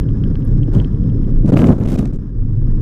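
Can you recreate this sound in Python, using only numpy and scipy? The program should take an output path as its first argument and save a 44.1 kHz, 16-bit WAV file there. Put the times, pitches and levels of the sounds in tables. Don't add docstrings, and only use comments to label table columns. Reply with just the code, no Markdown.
import sys
import numpy as np
from scipy import signal
from scipy.fft import rfft, irfft
from scipy.io import wavfile
from scipy.ndimage import uniform_filter1d

SR = 44100
rng = np.random.default_rng(int(sys.argv[2]) if len(sys.argv) > 2 else 0)


def output_pcm(signal):
    pcm = np.clip(np.atleast_2d(signal).T, -1, 1) * 32767
    wavfile.write(sys.argv[1], SR, np.round(pcm).astype(np.int16))


def nominal_scale(level):
    x = np.asarray(level, float) / 20
    return 10 ** x


N = 123921
T = np.arange(N) / SR


def rms_one(x):
    return x / np.sqrt(np.mean(x ** 2) + 1e-20)


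def curve(rows, axis=1):
    return np.interp(T, np.array(rows)[:, 0], np.array(rows)[:, axis])


def drift(rate_hz):
    r = np.exp(-80 * np.pi * rate_hz / SR)
    white = rng.standard_normal(N // 40 + 2002)
    slow = signal.lfilter([1], [1, -2 * r, r * r], white)[2000:]
    return np.interp(np.arange(N) / 40, np.arange(len(slow)), rms_one(slow))


def colour(x, points):
    hz, db = np.transpose(points)
    f = np.maximum(np.fft.rfftfreq(N, 1 / SR), 1)
    octaves_outside = np.maximum(np.log2(hz[0] / f), 0) + np.maximum(np.log2(f / hz[-1]), 0)
    gain_db = np.interp(np.log(f), np.log(hz), db) - 24 * octaves_outside
    return rms_one(irfft(rfft(x) * nominal_scale(gain_db), N))


def resonate(x, hz, width_hz):
    r = np.exp(-np.pi * width_hz / SR)
    poles = [1, -2 * r * np.cos(2 * np.pi * hz / SR), r * r]
    return signal.lfilter([(1 - r * r) / 2, 0, (r * r - 1) / 2], poles, x + 1e-18)


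def band(x, hz, width_hz):
    return rms_one(resonate(resonate(x, hz, width_hz), hz, width_hz))


def impulses(s, height):
    kicks = np.full(N, 1e-18)
    kicks[(np.array(s) * SR).astype(int)] = height
    return kicks


def die_away(kicks, fade_s, gain=1):
    return signal.lfilter([gain], [1, -np.exp(-1 / (fade_s * SR))], kicks)


def soft(x, cut_hz):
    return signal.sosfilt(signal.butter(3, cut_hz, fs=SR, output="sos"), x)


def strike(events, modes, spread_db, contact_s, chatter):
    s, db = np.transpose(events)[:2]
    luck, out = rng.standard_normal((len(s), 2 * len(modes))), 0
    rebounds = 7 * rng.standard_normal(N) * (rng.random(N) < .02)
    rebound_gain = np.sqrt(1 - np.exp(-2 / (contact_s * SR)))
    for k, (hz, level_db, t60_s) in enumerate(modes):
        sign = np.sign(luck[:, -1]) * (-1) ** k
        clicks = impulses(s, nominal_scale(db + level_db + spread_db * luck[:, k]) * sign)
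        clicks = clicks + chatter * rebounds * die_away(clicks, contact_s, rebound_gain)
        r, w = nominal_scale(-60 / (t60_s * SR)), 2 * np.pi * hz / SR
        out = out + signal.lfilter([0, np.sin(w)], [1, -2 * r * np.cos(w), r * r], clicks)
    return out


# (time [s], gain [dB])
GAIN_DB = [
    (0, 0),
    (1.45, -1.5),
    (1.75, -3.5),
    (2.05, -2),
    (2.2, -6.5),
    (2.3, -8.5),
    (2.5, -7.5),
    (2.81, -1.5),
]
# (frequency [Hz], level [dB per Hz])
RUMBLE_SPECTRUM = [(11, -21.5), (18, -8), (34, 2), (70, -9), (118, -2.5), (188, -10), (261, -12.5),
                   (527, -31.5), (640, -48.5), (830, -81.5), (1410, -120)]
# (frequency [Hz], level [dB per Hz])
HISS_SPECTRUM = [(380, -36.5), (640, -1.5), (1200, -0.5), (2600, -21), (3340, -16.5), (4540, -26.5),
                 (5260, -16), (5550, -22), (15500, -41.5)]
# (frequency [Hz], width [Hz], level [dB])
GAP_WHISTLES = [(5216, 240, -72), (1650, 280, -63)]


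def road():
    rumble_db, hiss_db = -14.5, -51.5
    lumps, white = drift(7.4), rng.standard_normal((3, N))
    rumble = nominal_scale(rumble_db + 1.0 * lumps) * colour(white[0], RUMBLE_SPECTRUM)
    hiss = nominal_scale(hiss_db + 0.77 * lumps + 2.1 * drift(37)) * colour(white[1], HISS_SPECTRUM)
    whistles = sum(nominal_scale(db + 3.4 * drift(25)) * band(white[2], hz, width_hz)
                   for hz, width_hz, db in GAP_WHISTLES)
    return nominal_scale(curve(GAIN_DB)) * (rumble + hiss + whistles)


# (time [s], rate [Hz], level [dB])
ENGINE_RUN = [(0, 27.36, -16), (.3, 26.22, -21), (.45, 27.52, -19.5), (.62, 29.47, -11.5),
              (.9, 26.81, -21.5), (1.43, 27.43, -14), (1.6, 27.48, -18), (2.1, 26.93, -31),
              (2.2, 26.77, -42.5), (2.42, 26, -15), (2.81, 26, -15.5)]
# (multiple of cycle rate, level [dB], wander [dB])
ENGINE_ORDERS = [(1, 2, 4), (4, -1, 3.5), (5, -4.5, 3.5), (10, -14.5, 4.5)]


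def engine():
    cycle_rad = 2 * np.pi * np.cumsum(curve(ENGINE_RUN)) / SR
    out = 0
    for k, db, wander_db in ENGINE_ORDERS:
        level = nominal_scale(db - 2 + wander_db * drift(4.83))
        out = out + level * np.sin(k * cycle_rad + (.5 + 0.084 * k) * drift(3.93))
    return nominal_scale(curve(ENGINE_RUN, axis=2)) * out


# (time [s], peak level [dB], centre frequency [Hz])
GRIT_HITS = [(0.0, -66.5, 12000), (.084, -76, 7000), (.392, -56.5, 13000), (.45, -48, 11000),
             (0.475, -55.5, 7000), (0.639, -56, 6900), (.735, -52, 9000), (0.7495, -42.5, 6000),
             (1.797, -45, 14600), (2.058, -53, 8000), (2.074, -56, 6000), (2.135, -52, 6500),
             (2.145, -53, 6000), (2.159, -55, 6500)]


def grit():
    t60_s, width_ratio = .018, .55
    white, out = rng.standard_normal(N), 0
    for s, db, hz in GRIT_HITS:
        decay = (T > s) * nominal_scale(-60 * np.maximum(T - s, 0) / t60_s)
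        out = out + nominal_scale(db) * decay * band(white, hz, width_ratio * hz)
    return out


# (time [s], peak level [dB])
TICK_TIMES = [(0.0327, -40), (0.0888, -33.5), (0.1684, -42), (0.2383, -30), (0.355, -25.5), (0.4222, -38.5),
              (0.478, -47.5), (0.632, -27.5), (0.691, -41), (0.7503, -26), (0.7624, -43), (0.7811, -42),
              (0.7864, -33), (0.8001, -22), (0.846, -25.5), (0.9175, -44), (0.9466, -42), (1.038, -41.5),
              (1.0994, -38), (1.1462, -42), (1.2441, -38.5), (1.365, -39.5), (1.5389, -21)]
# (frequency [Hz], level [dB], T60 [s])
LOOSE_MODES = [(1400, -7, .006), (2100, -7, .005), (2600, -5, .006), (3150, -3, .010), (3650, -11, .005),
               (4200, -14, .006)]


def ticks():
    taps = strike(TICK_TIMES, LOOSE_MODES, spread_db=1.5, contact_s=.001, chatter=.2)
    return nominal_scale(-3) * soft(taps, cut_hz=5200)


# (time [s], peak level [dB])
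ROAD_BUMPS = [(0.076, -15), (0.148, -16.5), (0.4, -25), (0.464, -6.5), (0.52, -27.5), (0.616, -19),
              (0.682, -2), (0.739, -16.5), (0.784, -12), (0.95, -28), (1.118, -11), (1.279, -5),
              (1.376, -20), (1.449, -7), (1.489, 1.5), (1.533, 8.5), (1.564, 1), (1.672, -16), (1.782, -14),
              (1.931, -13), (2.028, 0), (2.149, -14.5), (2.506, -16.5), (2.677, -6), (2.71, -29)]
# (frequency [Hz], level [dB], T60 [s])
FLOOR_MODES = [(242, -3.5, 0.042), (292, 2.5, .05), (370, -11, 0.079), (470, -7.5, 0.016), (623, -22, 0.01)]


def bumps():
    blows = strike(ROAD_BUMPS, FLOOR_MODES, spread_db=2.0, contact_s=.008, chatter=.4)
    return nominal_scale(-11.5) * soft(blows, cut_hz=650)


# (time [s], peak level [dB])
BAR_HITS = [(1.4578, -41.5), (1.4765, -42), (1.49, -36), (1.5184, -18.5), (1.531, -41), (1.5667, -13.5),
            (1.571, -6.5), (1.573, -26), (1.5917, -8.5), (1.5962, -12), (1.599, -22), (1.6182, -11),
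            (1.6419, -8.5), (1.6671, -26), (1.6864, -16), (1.6915, -27), (1.722, -19.5), (1.728, -28),
            (1.7685, -48), (1.7834, -49), (1.8108, -25), (1.8273, -32), (1.844, -43), (1.851, -37),
            (1.8557, -24), (1.861, -29), (1.8852, -34), (1.919, -39), (1.936, -32), (1.958, -32.5),
            (1.9912, -36), (2.058, -39)]


def bar_throb_db():
    throb_db, fade_s = 9, 0.012
    kicks = impulses([s for s, _ in BAR_HITS], 1)
    return throb_db * (np.minimum(die_away(kicks, fade_s), 1) - .4)


# (time [s], rattle level [dB], boom level [dB])
BODY_SHAKE = [(.71, -83.5, -39), (.74, -58.5, -14.5), (.765, -53.5, -12.5), (.83, -70.5, -21),
              (.9, -97, -44.5), (1.44, -93, -40), (1.46, -59, -29), (1.5, -54.5, -8), (1.54, -50, -8.5),
              (1.58, -48, -12.5), (1.7, -52, -8.5), (1.745, -64, -18), (1.85, -59.5, -19.5),
              (1.9, -50.5, -18), (2.0, -52.5, -17.5), (2.05, -60.5, -20), (2.1, -82, -39),
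              (2.15, -60.5, -34), (2.19, -92.5, -69)]
# (frequency [Hz], level [dB per Hz])
BOOM_SPECTRUM = [(15, -33), (25, -6), (48, -9.5), (144, 2), (238, -0.5), (505, -16.5), (1020, -31.5),
                 (1350, -34), (1800, -42.5), (2340, -66), (3960, -120)]


def boom():
    throb_db = .5 * uniform_filter1d(bar_throb_db(), size=300)
    level_db = curve(BODY_SHAKE, axis=2) + throb_db + 2.0 * drift(24)
    return nominal_scale(level_db) * colour(rng.standard_normal(N), BOOM_SPECTRUM)


# (frequency [Hz], level [dB per Hz])
RATTLE_SPECTRUM = [(600, -15), (1100, -2.5), (1800, -1.5), (3780, -6), (4360, -9), (6490, -8.5),
                   (13500, -17.5), (15600, -27.5)]
# (frequency [Hz], width [Hz], level [dB], start [s], end [s])
TRIM_RINGS = [(3780, 80, -13, 1.91, 2.015), (10200, 500, -18, 1.875, 1.93), (14600, 400, -17, 1.56, 1.71),
              (14600, 400, -21, 1.875, 2.0)]


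def rattle():
    contacts_per_s = 2500
    hit = rng.random(N) < contacts_per_s * nominal_scale(3 * drift(40)) / SR
    grains = nominal_scale(2.4 * np.minimum(rng.exponential(1, N), 3)) * rng.choice([-1, 1], N) * hit
    grains = rms_one(grains) + .5 * rng.standard_normal(N)
    out = colour(grains, RATTLE_SPECTRUM)
    for hz, width_hz, db, start_s, end_s in TRIM_RINGS:
        loose = (T > start_s) * (T < end_s)
        out = out + nominal_scale(db + 4 * drift(25)) * loose * band(grains, hz, width_hz)
    throb_db = 0.4 * uniform_filter1d(bar_throb_db(), size=60)
    return nominal_scale(curve(BODY_SHAKE) + 5.5 + 1.5 * drift(90) + throb_db) * out


# (time [s], peak level [dB])
PANEL_SLAPS = [(0.7347, -34.5), (0.74, -44.5), (0.7476, -41), (0.783, -45), (1.4595, -37.5), (1.4785, -36),
               (1.4905, -29.5), (1.5004, -40), (1.5274, -36), (1.5274, -33), (1.5703, -40), (1.5764, -37),
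               (1.5901, -36), (1.5994, -41), (1.6172, -35), (1.6216, -38), (1.6415, -37), (1.6426, -34.5),
               (1.6643, -30), (1.6703, -27.5), (1.6874, -40), (1.714, -33), (1.7284, -41), (1.7624, -49),
               (1.7804, -47), (1.811, -52), (1.828, -42), (1.836, -39), (1.855, -46), (1.875, -36),
               (1.8862, -34), (1.8945, -42), (1.9094, -43), (1.9197, -30.5), (1.933, -39), (1.942, -39),
               (1.958, -32), (1.9864, -29), (1.9914, -27.5), (2.013, -46), (2.0294, -44), (2.0558, -34),
               (2.0741, -42)]


def slaps():
    level_db, fade_s = -3, 0.0021
    s, db = np.transpose(PANEL_SLAPS)
    puffs = die_away(impulses(s, nominal_scale(db + level_db)), fade_s)
    noise = rng.standard_normal(N) * (0.36 + 2.0 * (rng.random(N) < .1))
    return puffs * soft(colour(noise, RATTLE_SPECTRUM), cut_hz=8500)


# (time [s], peak level [dB])
AXLE_JOLTS = [
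    (.762, 1),
    (.788, -12),
    (1.445, 0.5),
    (1.487, -2.5),
    (1.52, -8),
    (1.803, -4.5),
    (1.875, -6),
    (1.929, -2),
    (1.977, -7.5),
    (2.03, -7),
]
# (frequency [Hz], level [dB], T60 [s])
AXLE_MODES = [(132, -3, 0.09), (165, -6, 0.057), (204, -5.5, .07), (309, -10, 0.024)]


def axle():
    return soft(strike(AXLE_JOLTS, AXLE_MODES, spread_db=1.5, contact_s=0.0067, chatter=.2), cut_hz=800)


# (frequency [Hz], level [dB], T60 [s])
PANEL_MODES = [(142, -8.5, 0.016), (197.2, -4, 0.034), (260.4, -3.5, 0.032), (342.8, -2.5, 0.048),
               (543, -8.5, 0.045), (668, -9.5, 0.016)]


def panels():
    hits = [(s, -5 + .5 * db) for s, db in BAR_HITS]
    return soft(strike(hits, PANEL_MODES, spread_db=4.0, contact_s=0.0041, chatter=0.51), cut_hz=800)


# (frequency [Hz], level [dB], T60 [s])
BRACKET_MODES = [(990, -14, 0.018), (1275, -3, 0.013), (2050, -5, 0.0074), (2520, -5.5, 0.007),
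                 (2960, -9.5, 0.01), (3460, -12.5, 0.0042), (4900, -19, 0.0044)]


def bracket():
    knocks = strike(BAR_HITS, BRACKET_MODES, spread_db=2.0, contact_s=.002, chatter=.5)
    return nominal_scale(-7) * soft(knocks, cut_hz=6500)


def hop():
    start_s, rate_hz, level_db, t60_s, swell_s = 2.1, 26, -4.5, 0.28, 0.04
    t = np.maximum(T - start_s, 0)
    envelope = nominal_scale(level_db - 60 * t / t60_s) * np.minimum(t / swell_s, 1)
    return envelope * np.sin(2 * np.pi * rate_hz * t)


def scene():
    side_db, side_treble_db = -39.5, -21
    cattle_grid = boom() + rattle() + slaps() + axle() + panels() + bracket() + hop()
    mid = road() + engine() + grit() + ticks() + bumps() + cattle_grid
    treble = signal.sosfilt(signal.butter(4, 3800, "high", fs=SR, output="sos"), mid)
    side = nominal_scale(side_db) * (.5 + drift(30)) * mid + nominal_scale(side_treble_db) * drift(200) * treble
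    return np.array([mid + side, mid - side])


def low_pass(x):
    return signal.sosfilt(signal.butter(12, 15930, fs=SR, output="sos"), x)


# (start [s], end [s], share shut [0-1])
MIC_STOPS = [(1.509, 1.52, 0.95), (1.551, 1.557, 1), (1.659, 1.659, 0.5), (1.774, 1.78, 0.93),
             (1.795, 1.799, 0.82), (1.841, 1.846, 0.3), (1.867, 1.873, 0.98), (1.965, 1.974, 0.88),
             (2.021, 2.023, 0.4), (2.118, 2.127, 0.74), (2.175, 2.187, 0.84)]


def record(dry):
    edge_s, open_s, lead_s, relax_s = .003, .001, .004, .0045
    swing = -0.36
    passing = np.minimum((T[-1] - T) / .003 + .4, 1)
    offset = np.zeros(N)
    for start, end, share in MIC_STOPS:
        shut = np.interp(T, [start - edge_s, start, end, end + open_s], [0, 1, 1, 0])
        passing = passing * (1 - share * shut)
        rise = np.sin(np.pi / 2 * np.clip((T - start) / lead_s + 2, 0, 1)) ** 2
        relax = np.exp(-np.maximum(T - start + lead_s, 0) / relax_s)
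        offset = offset + swing * share ** 2 * rise * relax
    wet = np.tanh(dry * passing + offset)
    mix = signal.sosfilt(signal.cheby2(12, 34, 15800, fs=SR, output="sos"), wet)
    return low_pass(mix)


dry = scene()
out = record(dry)
output_pcm(out)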